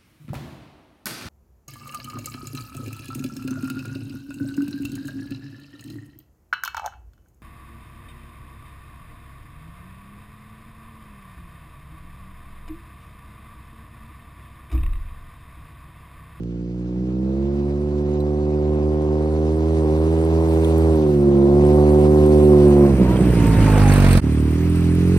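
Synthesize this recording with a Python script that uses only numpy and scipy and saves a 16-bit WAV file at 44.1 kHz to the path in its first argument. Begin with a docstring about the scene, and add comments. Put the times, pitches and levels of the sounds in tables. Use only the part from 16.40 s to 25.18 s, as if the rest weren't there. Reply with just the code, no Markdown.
"""A two-cylinder off-road buggy revs across a grass field toward a phone, lifts off the throttle and rolls
past on the right, gears whining; a quick fade leads to the same buggy pulling slowly through a pine wood.
The exhaust note is a stack of orders (multiples) of the engine cycle, shaped by pipe resonances.
Around it, shaped noise makes roar, tyre hiss, fizz and the close tread; short decaying rings make the ticks."""
import sys
import numpy as np
from scipy import signal
from scipy.io import wavfile
from scipy.ndimage import uniform_filter1d

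SR = 44100
rng = np.random.default_rng(int(sys.argv[2]) if len(sys.argv) > 2 else 0)


def persist_wave(psi):
    """Save psi, clipped to +-1, as 16-bit WAV."""
    counts = np.round(np.clip(psi, -1, 1) * 32767).astype(np.int16)
    wavfile.write(sys.argv[1], SR, np.atleast_2d(counts).T)


N = 387198
TIME = np.arange(N) / SR


def gain_of(db):
    """Decibels to an amplitude factor."""
    return 10 ** (np.asarray(db) / 20)


def evened(x):
    """Scales a signal to an RMS of one."""
    return x / np.sqrt(np.mean(abs(x) ** 2) + 1e-20)


def smoothed(x, size, axis=-1):
    """Running mean over size points."""
    return uniform_filter1d(x, size=size, axis=axis)


def read(points, hz):
    """Reads a (Hz, value) curve, straight between its points on a log frequency scale."""
    f, value = np.transpose(points)
    return np.interp(np.log(hz + 1), np.log(f + 1), value)


def columns(rows, at=TIME):
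    """Reads every column after the first, straight between the rows."""
    first, *rest = np.transpose(rows)
    return [np.interp(at, first, column) for column in rest]


# Place of the buggy: time_s, nearness (0 far left, 1 close on the right)
BEARING = [(0, 0), (6, 0.0029), (6.75, 0.47), (7.25, 0.65), (7.6, 1), (7.8, 1), (7.82, 0.46), (8.78, 0.34)]


def nearness(t=TIME):
    """How close the buggy is, which steers the stereo picture and several levels."""
    return np.clip(columns(BEARING, t)[0], 0, 1)


# Level between the phone's two microphone ports, far and close: pitch_hz, left_minus_right_db
TILT_FAR = [(60, -4), (110, -1.5), (200, -2.5), (380, -2.5), (700, 3.5), (1290, 2), (2380, -0.5),
            (4400, -2.5), (8120, 1), (15000, -0.5)]
TILT_NEAR = [(60, 1), (110, -5), (200, -2.5), (380, -4.5), (700, -6.5), (1290, -3), (2380, -0.5),
             (4400, -11), (8120, -2), (15000, 0.5)]
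# Phase between the ports, far and close: pitch_hz, left_lead_radians
LEAD_FAR = [(0, 0), (1380, 1.6), (1720, 3), (3010, 3.4), (4480, 5.8), (6200, 5.2), (7300, 2.8), (9000, .1),
            (15300, -9)]
LEAD_NEAR = [(0, 0), (1980, -1.2), (2930, -1.5), (4390, .6), (5680, 4.4), (7300, 2.8), (9000, .1),
             (15300, -9)]
# Likeness of the two ports: pitch_hz, likeness (0 unrelated, 1 the same)
LIKENESS = [(100, 1), (600, 0.99), (1400, 0.6), (3000, 0.59), (6000, 0.44), (9000, 0.8), (15000, 0.65)]


def ports(spectra, size):
    """Turns short-time spectra (shared, unshared) into the two microphone signals by level, phase and likeness."""
    shared, unshared = spectra
    hop = size // 4
    hz = np.fft.rfftfreq(size, 1 / SR)
    near = nearness(np.arange(shared.shape[-1]) * hop / SR)

    def blend(far, close):
        return np.outer(far, 1 - near) + np.outer(close, near)

    lead = blend(columns(LEAD_FAR, hz)[0], columns(LEAD_NEAR, hz)[0])
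    tilt_db = blend(read(TILT_FAR, hz), read(TILT_NEAR, hz))
    same = np.clip(read(LIKENESS, hz), 0, 1)[:, None]
    left = shared * gain_of(tilt_db / 2)
    right = (same * shared + np.sqrt(1 - same ** 2) * unshared) * np.exp(-1j * lead)
    right = right * gain_of(-tilt_db / 2)
    return signal.istft(np.array([left, right]), nperseg=size, noverlap=size - hop)[1][:, :N]


def noise(spectrum, patchy_db, flicker_db, size=512):
    """Random short-time spectra with drifting patches and a flicker shared by all bins."""
    frames = N // (size // 4) + 5
    hz = np.fft.rfftfreq(size, 1 / SR)
    a, b, c, d, patches = rng.standard_normal((frames, len(hz), 5)).T
    patches = evened(smoothed(smoothed(patches, 8, axis=0), 16, axis=1))
    flicker = evened(smoothed(rng.standard_normal(frames), 12))
    shape = gain_of(read(spectrum, hz)[:, None] + patchy_db * patches + flicker_db * flicker)
    return evened(ports(np.array([a + 1j * b, c + 1j * d]) * shape, size))


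def crackle(per_s, spread_db):
    """Sparse sharp swells, as tyre lugs tear grass and throw grit."""
    size = gain_of(spread_db * np.minimum(rng.exponential(1, N), 4))
    hits = size * (rng.random(N) < per_s / SR)
    swell = signal.lfilter([1], [1, -np.exp(-1 / (0.003 * SR))], hits)  # 3 ms decay
    return evened(1 + 0.093 * smoothed(smoothed(swell, 30), 30))


# Colour of the airy top: pitch_hz, density_db (per Hz, relative)
TOP = [(11000, -92.5), (12000, -62), (12500, -7), (13000, -3.5), (15200, -7.5), (15800, -4.5)]


def airy_top(fizz_db, grit):
    """The highest treble; air dulls it first, so it sinks faster than the fizz at low levels."""
    top_db = fizz_db - 2.0 + .35 * np.minimum(fizz_db + 52.5, 0)
    return gain_of(top_db) * grit * noise(TOP, patchy_db=2.5, flicker_db=1.2)


# Colour of the fizz: pitch_hz, density_db (per Hz, relative)
FIZZ = [(5000, -73), (6500, -29), (7500, -0.5), (8300, 3), (10500, 0), (11000, 1.5), (11300, -59),
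        (12000, -91)]
FIZZ_DB, FIZZ_NEAR_DB = -3, -3.5  # against the hiss, and the change close by
FIZZ_KNEE_DB, FIZZ_LOSS = -47, .9  # below this hiss level, extra dB lost per dB: air eats the fizz


def fizz(hiss_db, near, gusts):
    """Gritty treble that follows the tyre hiss, together with its airy top."""
    fizz_db = hiss_db + FIZZ_DB + FIZZ_LOSS * np.minimum(hiss_db - FIZZ_KNEE_DB, 0) + FIZZ_NEAR_DB * near
    grit = gusts * crackle(40, 8.1)
    body = gain_of(fizz_db) * grit * noise(FIZZ, patchy_db=1.5, flicker_db=1.5)
    return body + airy_top(fizz_db, grit)


# Course of the tyre and engine hiss, in field and wood: time_s, level_db (reference for hiss, tread and fizz)
HISS_FIELD = [(0.03, -64.5), (1.28, -57), (2.21, -57), (4.27, -48), (4.99, -52), (5.27, -48.5), (6.52, -45),
              (7.38, -35.5), (7.44, -36.5), (7.51, -33), (7.77, -30.5)]
HISS_WOOD = [(7.85, -46.5), (8.65, -45), (8.77, -43)]


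def hiss_level(later):
    """Reference level of the hiss through both places."""
    return np.where(later, columns(HISS_WOOD)[0], columns(HISS_FIELD)[0])


# Colour of the hiss: pitch_hz, density_db (per Hz, relative)
HISS = [(400, -60.5), (700, -7), (1500, -2.5), (2600, -4.5), (3500, -9.5), (4500, -10.5), (6300, -14.5),
        (7300, -14.5), (8500, -29), (10000, -88)]


def hiss(hiss_db, near, gusts):
    """Tyre and engine hiss: noise with dense, shallow crackle."""
    level = gain_of(hiss_db + 5.0 - 5.5 * near)
    return level * gusts * crackle(60, 1.3) * noise(HISS, patchy_db=1.5, flicker_db=1.0)


# Colour of the tyre tread close by: pitch_hz, density_db (per Hz, relative)
SWOOSH = [(600, -47.5), (1100, 0.5), (1800, 0.5), (2600, -1.5), (3100, -16.5), (4000, -56)]
WHEEL_S, WHEEL_FADE_DB_PER_S = 7.54, 33  # the rear wheel is closest, then its tread fades


def tread_swoosh(hiss_db, near, gusts, later):
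    """Tyre tread, heard more strongly the nearer the buggy comes."""
    gone_db = WHEEL_FADE_DB_PER_S * np.maximum(TIME - WHEEL_S, 0) * ~later
    level = gain_of(hiss_db + 3.0 - gone_db) * np.sqrt(near)
    return level * gusts * crackle(150, 4.5) * noise(SWOOSH, patchy_db=2.0, flicker_db=0.5)


# Small snaps and squeaks: start_s, peak_db (nominal), pitch_hz, t60_s, overtone_db (against the ring)
TICKS = [(1.737, -51, 6570, 0.051, -28), (1.803, -43, 4020, 0.045, -10), (1.972, -51, 4100, .04, -20),
         (2.43, -55, 4850, 0.095, -23), (4.246, -27, 3376, 0.015, -13), (5.251, -36, 8044, 0.023, -13),
         (6.767, -31, 3164, 0.031, -17), (7.381, -34, 3030, 0.017, 0), (7.487, -32, 6400, 0.058, -15),
         (7.521, -32, 4400, 0.038, -22), (7.73, -35.5, 4367, 0.032, 4), (7.772, -29, 5076, 0.028, 2),
         (8.44, -46, 3920, 0.091, -27)]


def ticks():
    """Small snaps and squeaks of stems, grit and bodywork: short rings with overtones."""
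    out, t = np.zeros(N), np.arange(2000) / SR
    soft = np.minimum(t / .001, 1) * np.minimum((t[-1] - t) / .01, 1)  # rounded start and end
    for start_s, peak_db, pitch_hz, t60_s, overtone_db in TICKS:
        turn = 2 * np.pi * pitch_hz * t
        third = np.sin(3 * turn) * (6 * pitch_hz < SR)  # left out where it would alias
        ring = np.sin(turn) + gain_of(overtone_db) * (np.sin(2 * turn) + third)
        ring = ring * (1 + .4 * evened(smoothed(rng.standard_normal(len(t)), 40)))
        decay = gain_of(peak_db - 60 * t / max(t60_s, .005))
        part = out[round(start_s * SR):][:len(t)]
        part += (decay * soft * ring)[:len(part)]
    return out


# Two stretches of gear tone: time_s, pitch_hz, level_db (before the waver)
WHINE = [
    [(6.66, 916, -39), (6.732, 971.6, -36), (6.77, 980, -50)],
    [(6.94, 923, -41.5), (7.232, 906, -34), (7.436, 828.7, -34.5), (7.468, 814.9, -28), (7.53, 811, -38)],
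]


def whine():
    """Thin gear tones, the second sinking as the buggy slows and passes."""
    out = np.zeros(N)
    for rows in WHINE:
        hz, db = columns(rows)
        first_s, last_s = rows[0][0], rows[-1][0]
        on = np.interp(TIME, [first_s - .02, first_s, last_s, last_s + 0.017], [0, 1, 1, 0])
        waver = 1.2 + .12 * evened(smoothed(rng.standard_normal(N), 900))
        out += np.sqrt(2) * on * gain_of(db) * waver * np.sin(2 * np.pi * np.cumsum(hz) / SR)
    return out


# Colour of the roar: pitch_hz, density_db (per Hz, relative)
ROAR = [(150, -66.5), (250, -29), (450, 6), (700, -1), (1050, -3.5), (1400, -14), (2000, -17),
        (3000, -34.5), (5000, -82)]
ROAR_DB, ROAR_WOOD_DB, ROAR_NEAR_DB = -22.5, -24, 4  # against the note, before 3.5 dB and the puffs
ROAR_PER_BRIGHT = 0.48  # dB of roar per dB of brightness in the field


def roar(near, puffs, gusts, later):
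    """Broad roar that rises with the note and, in the field, with its brightness."""
    _, field_db, bright_db = columns(FIELD)
    brighter_db = ROAR_PER_BRIGHT * (bright_db - FIELD_BRIGHT_DB)
    in_field_db = field_db + ROAR_DB + brighter_db + ROAR_NEAR_DB * near
    roar_db = np.where(later, columns(WOOD)[1] + ROAR_WOOD_DB, in_field_db)
    level = gain_of(roar_db + 3.5) * (0.62 + 0.099 * puffs)
    return level * gusts * noise(ROAR, patchy_db=1.0, flicker_db=0.6)


# Pipe ring ahead of the low thump: time_s, ring_from_order, lead_cycles
PULSE = [(0, 2.2, .6), (.4, 2.2, .6), (1, 3.9, .5), (6.45, 3.9, .5), (6.9, 1.65, .8), (7.8, 1.65, .8),
         (7.81, 2.3, .7)]
# Off the throttle, one entry per order from 1 up: level_db against the note
COASTING = [-3, -4.5, -5, -12.5, -9.5, -16, -19.5, -23, -23.5, -32, -33.5, -39, -45, -42, -41]
# Leftover fuel lights in the pipe: time_s, lift_db of orders 3 and up
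POPS = [(6.611, 10), (6.8, 7), (6.889, 4)]
# Corners of the change of place, in s: field fade starts, ends, wood fade starts, ends
FADE_S = 7.778, 7.806, 7.81, 7.84
POP_S = .025  # time from a pop's peak to 1/e of its lift
SHUT_S, STEADIER_S, SWING_S = 6.5, 7.27, .04  # throttle shuts; firing steadies; half the time either takes
ROUGH_PULL, ROUGH_SHUT, ROUGH_SLOW, ROUGH_PAST, ROUGH_WOOD = .1, .3, .55, .16, .08  # uneven firing, share
RING_ORDER, RING_TRADE = 5, 0.44  # loudest pipe ring sinks by this share of what the lowest order gains
BRIGHT_FROM_HZ, BRIGHT_AT_HZ = 280, 800  # brightness tilts the orders between these
WOBBLE, DRIFT_DB = .0025, .7  # over bumps the speed wavers (share) and each order drifts


def bumps():
    """Random drift with a new value every 60 ms."""
    return evened(np.interp(TIME, np.arange(0, 9, .06), rng.standard_normal(150)))


def exhaust(rows, pipe, pattern_db, usual_db, thump_db):
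    """Orders of the cycle, timed as a pipe ring and then a thump; each cycle burns a little differently."""
    hz, level_db, bright_db = columns(rows)
    cut = FADE_S[1]
    shutting, steadying = [SHUT_S - SWING_S, SHUT_S + SWING_S], [STEADIER_S - SWING_S, STEADIER_S + SWING_S]
    shut = np.interp(TIME, shutting, [0, 1]) * (TIME <= cut)
    rough = np.interp(TIME, shutting + steadying + [cut, cut + SWING_S],
                      [ROUGH_PULL, ROUGH_SHUT, ROUGH_SLOW, ROUGH_PAST, ROUGH_PAST, ROUGH_WOOD])
    pop_db = sum(db * np.exp(-((TIME - s) / POP_S) ** 2) for s, db in POPS)
    hz = hz * (1 + WOBBLE * bumps())
    turns = np.cumsum(hz) / SR
    ring_order, lead = columns(PULSE)
    firings = np.arange(int(2 * turns[-1]) + 2) / 2  # two firings a cycle

    def chance():
        return np.interp(turns, firings, rng.standard_normal(len(firings)))

    strength, late = chance(), chance()  # shared by all orders
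    note, ahead = np.zeros(N), -1.
    for k in range(1, len(pattern_db) + 1):
        tilt = np.interp(np.log(k * hz), np.log([BRIGHT_FROM_HZ, BRIGHT_AT_HZ]), [0, 1])
        tilt_db = (bright_db - usual_db) * tilt
        trade_db = thump_db * ((k == 1) - RING_TRADE * (k == RING_ORDER))
        pulling_db = columns(pipe, k * hz)[0] + tilt_db + pattern_db[k - 1] + trade_db
        coasting_db = COASTING[k - 1] + pop_db * (k > 2)
        db = level_db + DRIFT_DB * bumps() + (1 - shut) * pulling_db + shut * coasting_db
        loose = rough * min(.5 * k, 1)  # the flywheel steadies the lowest order
        size = 1 + loose * (.5 * strength + 1.3 * chance())
        slip = loose * (.1 * k * late + 1.2 * chance())
        note += np.sqrt(2) * gain_of(db) * size * np.cos(2 * np.pi * k * turns + ahead + slip)
        ahead = ahead + np.pi * lead * (1 + np.tanh(1.5 * (k - ring_order)))
    return note, turns + lead


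# Drive in the wood: time_s, pitch_hz (engine cycles), level_db (of the note), brightness_db (above the usual)
WOOD = [(7.85, 37.52, -18, -6), (8.062, 37.8, -17.5, 1), (8.24, 42.3, -18.5, -4), (8.524, 42.26, -18, 0),
        (8.76, 45.65, -17.5, 18)]
# Pipe and muffler resonances under power, wood: pitch_hz, level_db (against the note)
WOOD_PIPE = [(38, -28), (46, -18), (76, -1), (91, -1), (120, -11), (137, -4.5), (152, -11.5), (182, -5.5),
             (192, -13.5), (230, -11.5), (270, -9.5), (305, -8), (338, -20), (375, -13), (420, -21.5),
             (470, -28), (520, -42), (600, -46)]
# One entry per order from 1 up, added to the pipe: level_db
WOOD_ORDERS = [7, -0.5, 0, 3.5, 0.5, -3.5, 1.5, -3, 1, -2.5, -4, 2]


def buggy_in_wood():
    """Exhaust of the buggy pulling slowly among the pines."""
    return exhaust(WOOD, WOOD_PIPE, WOOD_ORDERS, usual_db=0, thump_db=0)


# Drive in the field: time_s, pitch_hz (engine cycles), level_db (of the note),
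# brightness_db (near 800 Hz against the note)
FIELD = [(0.03, 58.24, -28, -41), (0.44, 60.57, -28, -30), (0.8, 63.9, -23, -29),
         (1.09, 70.05, -22.5, -24.5), (1.47, 73.66, -23, -22), (1.86, 74.43, -21.5, -20),
         (2.77, 75.95, -20.5, -15.5), (3.01, 77.4, -19.5, -18.5), (3.33, 80.2, -18.5, -17.5),
         (3.48, 76.8, -19, -14.5), (3.69, 80.3, -17.5, -17.5), (4.0, 80.7, -17, -15),
         (4.51, 80.14, -15, -17), (4.75, 72.1, -16.5, -23.5), (5.01, 69.76, -14.5, -19.5),
         (5.29, 74, -14, -15), (5.92, 75.65, -12.5, -19), (6.45, 71.24, -11.5, -20),
         (6.52, 67.86, -16, -14), (6.6, 62.4, -18, -13), (6.69, 61.5, -16, -12), (6.78, 62.4, -18.5, -10),
         (6.91, 59.74, -16.5, -12), (7.08, 55.37, -16, -12), (7.4, 50.6, -12.5, -11.5),
         (7.77, 44.93, -12, -17.5)]
# Pipe and muffler resonances under power, field: pitch_hz, level_db (against the note)
FIELD_PIPE = [(55, -5), (66, -7), (75, -4.5), (116, -8), (150, -7.5), (165, -10), (185, -1.5), (212, -5.5),
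              (240, -15.5), (275, -15.5), (305, -6.5), (325, -7.5), (355, -3.5), (400, -8.5), (428, -20),
              (465, -11), (500, -16), (530, -13.5), (570, -20.5), (620, -32), (680, -25.5), (750, -27.5),
              (830, -38.5), (900, -31.5), (970, -35), (1050, -33), (1200, -56)]
# One entry per order from 1 up, added to the pipe: level_db
FIELD_ORDERS = [1, 0, 1, 0, 1, -5, -1, 0.5, -1, 3, -3, 0, -4, -0.5, 0.5]
# Lift of the lowest order under power: time_s, level_db
THUMP = [(0, -2), (.5, -1.5), (1, 0), (2.5, 0), (4.5, 0.5), (4.65, -6), (5, -5), (5.4, -1.5), (6.4, -4)]
FIELD_BRIGHT_DB = -21  # usual brightness


def buggy_in_field():
    """Exhaust of the buggy revving toward the phone, then coasting past."""
    return exhaust(FIELD, FIELD_PIPE, FIELD_ORDERS, FIELD_BRIGHT_DB, columns(THUMP)[0])


def scene():
    """Both places in turn: exhaust, whine and ticks at the two ports, over the noises of the drive."""
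    field, field_turns = buggy_in_field()
    wood, wood_turns = buggy_in_wood()
    later = TIME > FADE_S[1]
    near = nearness()

    joint = np.minimum(abs(TIME - FADE_S[1]) / .006, 1)  # both notes pass through silence at the change
    engine = np.where(later, wood, field) * joint + whine()
    tones = np.pad([engine, ticks()], ((0, 0), (0, 1024)))
    note, snaps = signal.stft(tones, nperseg=1024, noverlap=768)[2]
    # a copy off the trees, 35 ms late, reaches the ports unequally
    scattered = np.pad(note, ((0, 0), (6, 0)))[:, :-6]

    cycle = np.where(later, wood_turns, field_turns) % 1
    puffs = evened(smoothed(.35 + np.exp(-cycle / .4), 120))  # gas leaves in a burst each cycle
    heard = .1 + .6 * near ** 2  # the bursts stand out as the tailpipe swings round
    gusts = 1 - heard + heard * puffs

    hiss_db = hiss_level(later)
    mix = fizz(hiss_db, near, gusts)
    mix = mix + hiss(hiss_db, near, gusts)
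    mix = mix + tread_swoosh(hiss_db, near, gusts, later)
    mix = mix + roar(near, puffs, gusts, later)
    mix = mix + ports(np.array([note + snaps, scattered + snaps]), size=1024)
    return mix * np.interp(TIME, FADE_S, [1, .06, .06, 1])


RUMBLE_HZ, EDGE_HZ = 33, 15650  # lower and upper edge of the phone's band
LIMIT = 1.1  # amplitude that rounded peaks approach


def record(dry):
    """The phone rounds off the tallest peaks and drops the deepest rumble and the highest treble."""
    dry = signal.sosfiltfilt(signal.butter(2, RUMBLE_HZ, "high", fs=SR, output="sos"), dry)
    dry = dry / (1 + (dry / LIMIT) ** 4) ** .25
    lowpass = signal.firwin(1023, EDGE_HZ, window=("kaiser", 9), fs=SR)
    return signal.oaconvolve(dry, lowpass[None], "same")


dry = scene()
out = record(dry)
persist_wave(out)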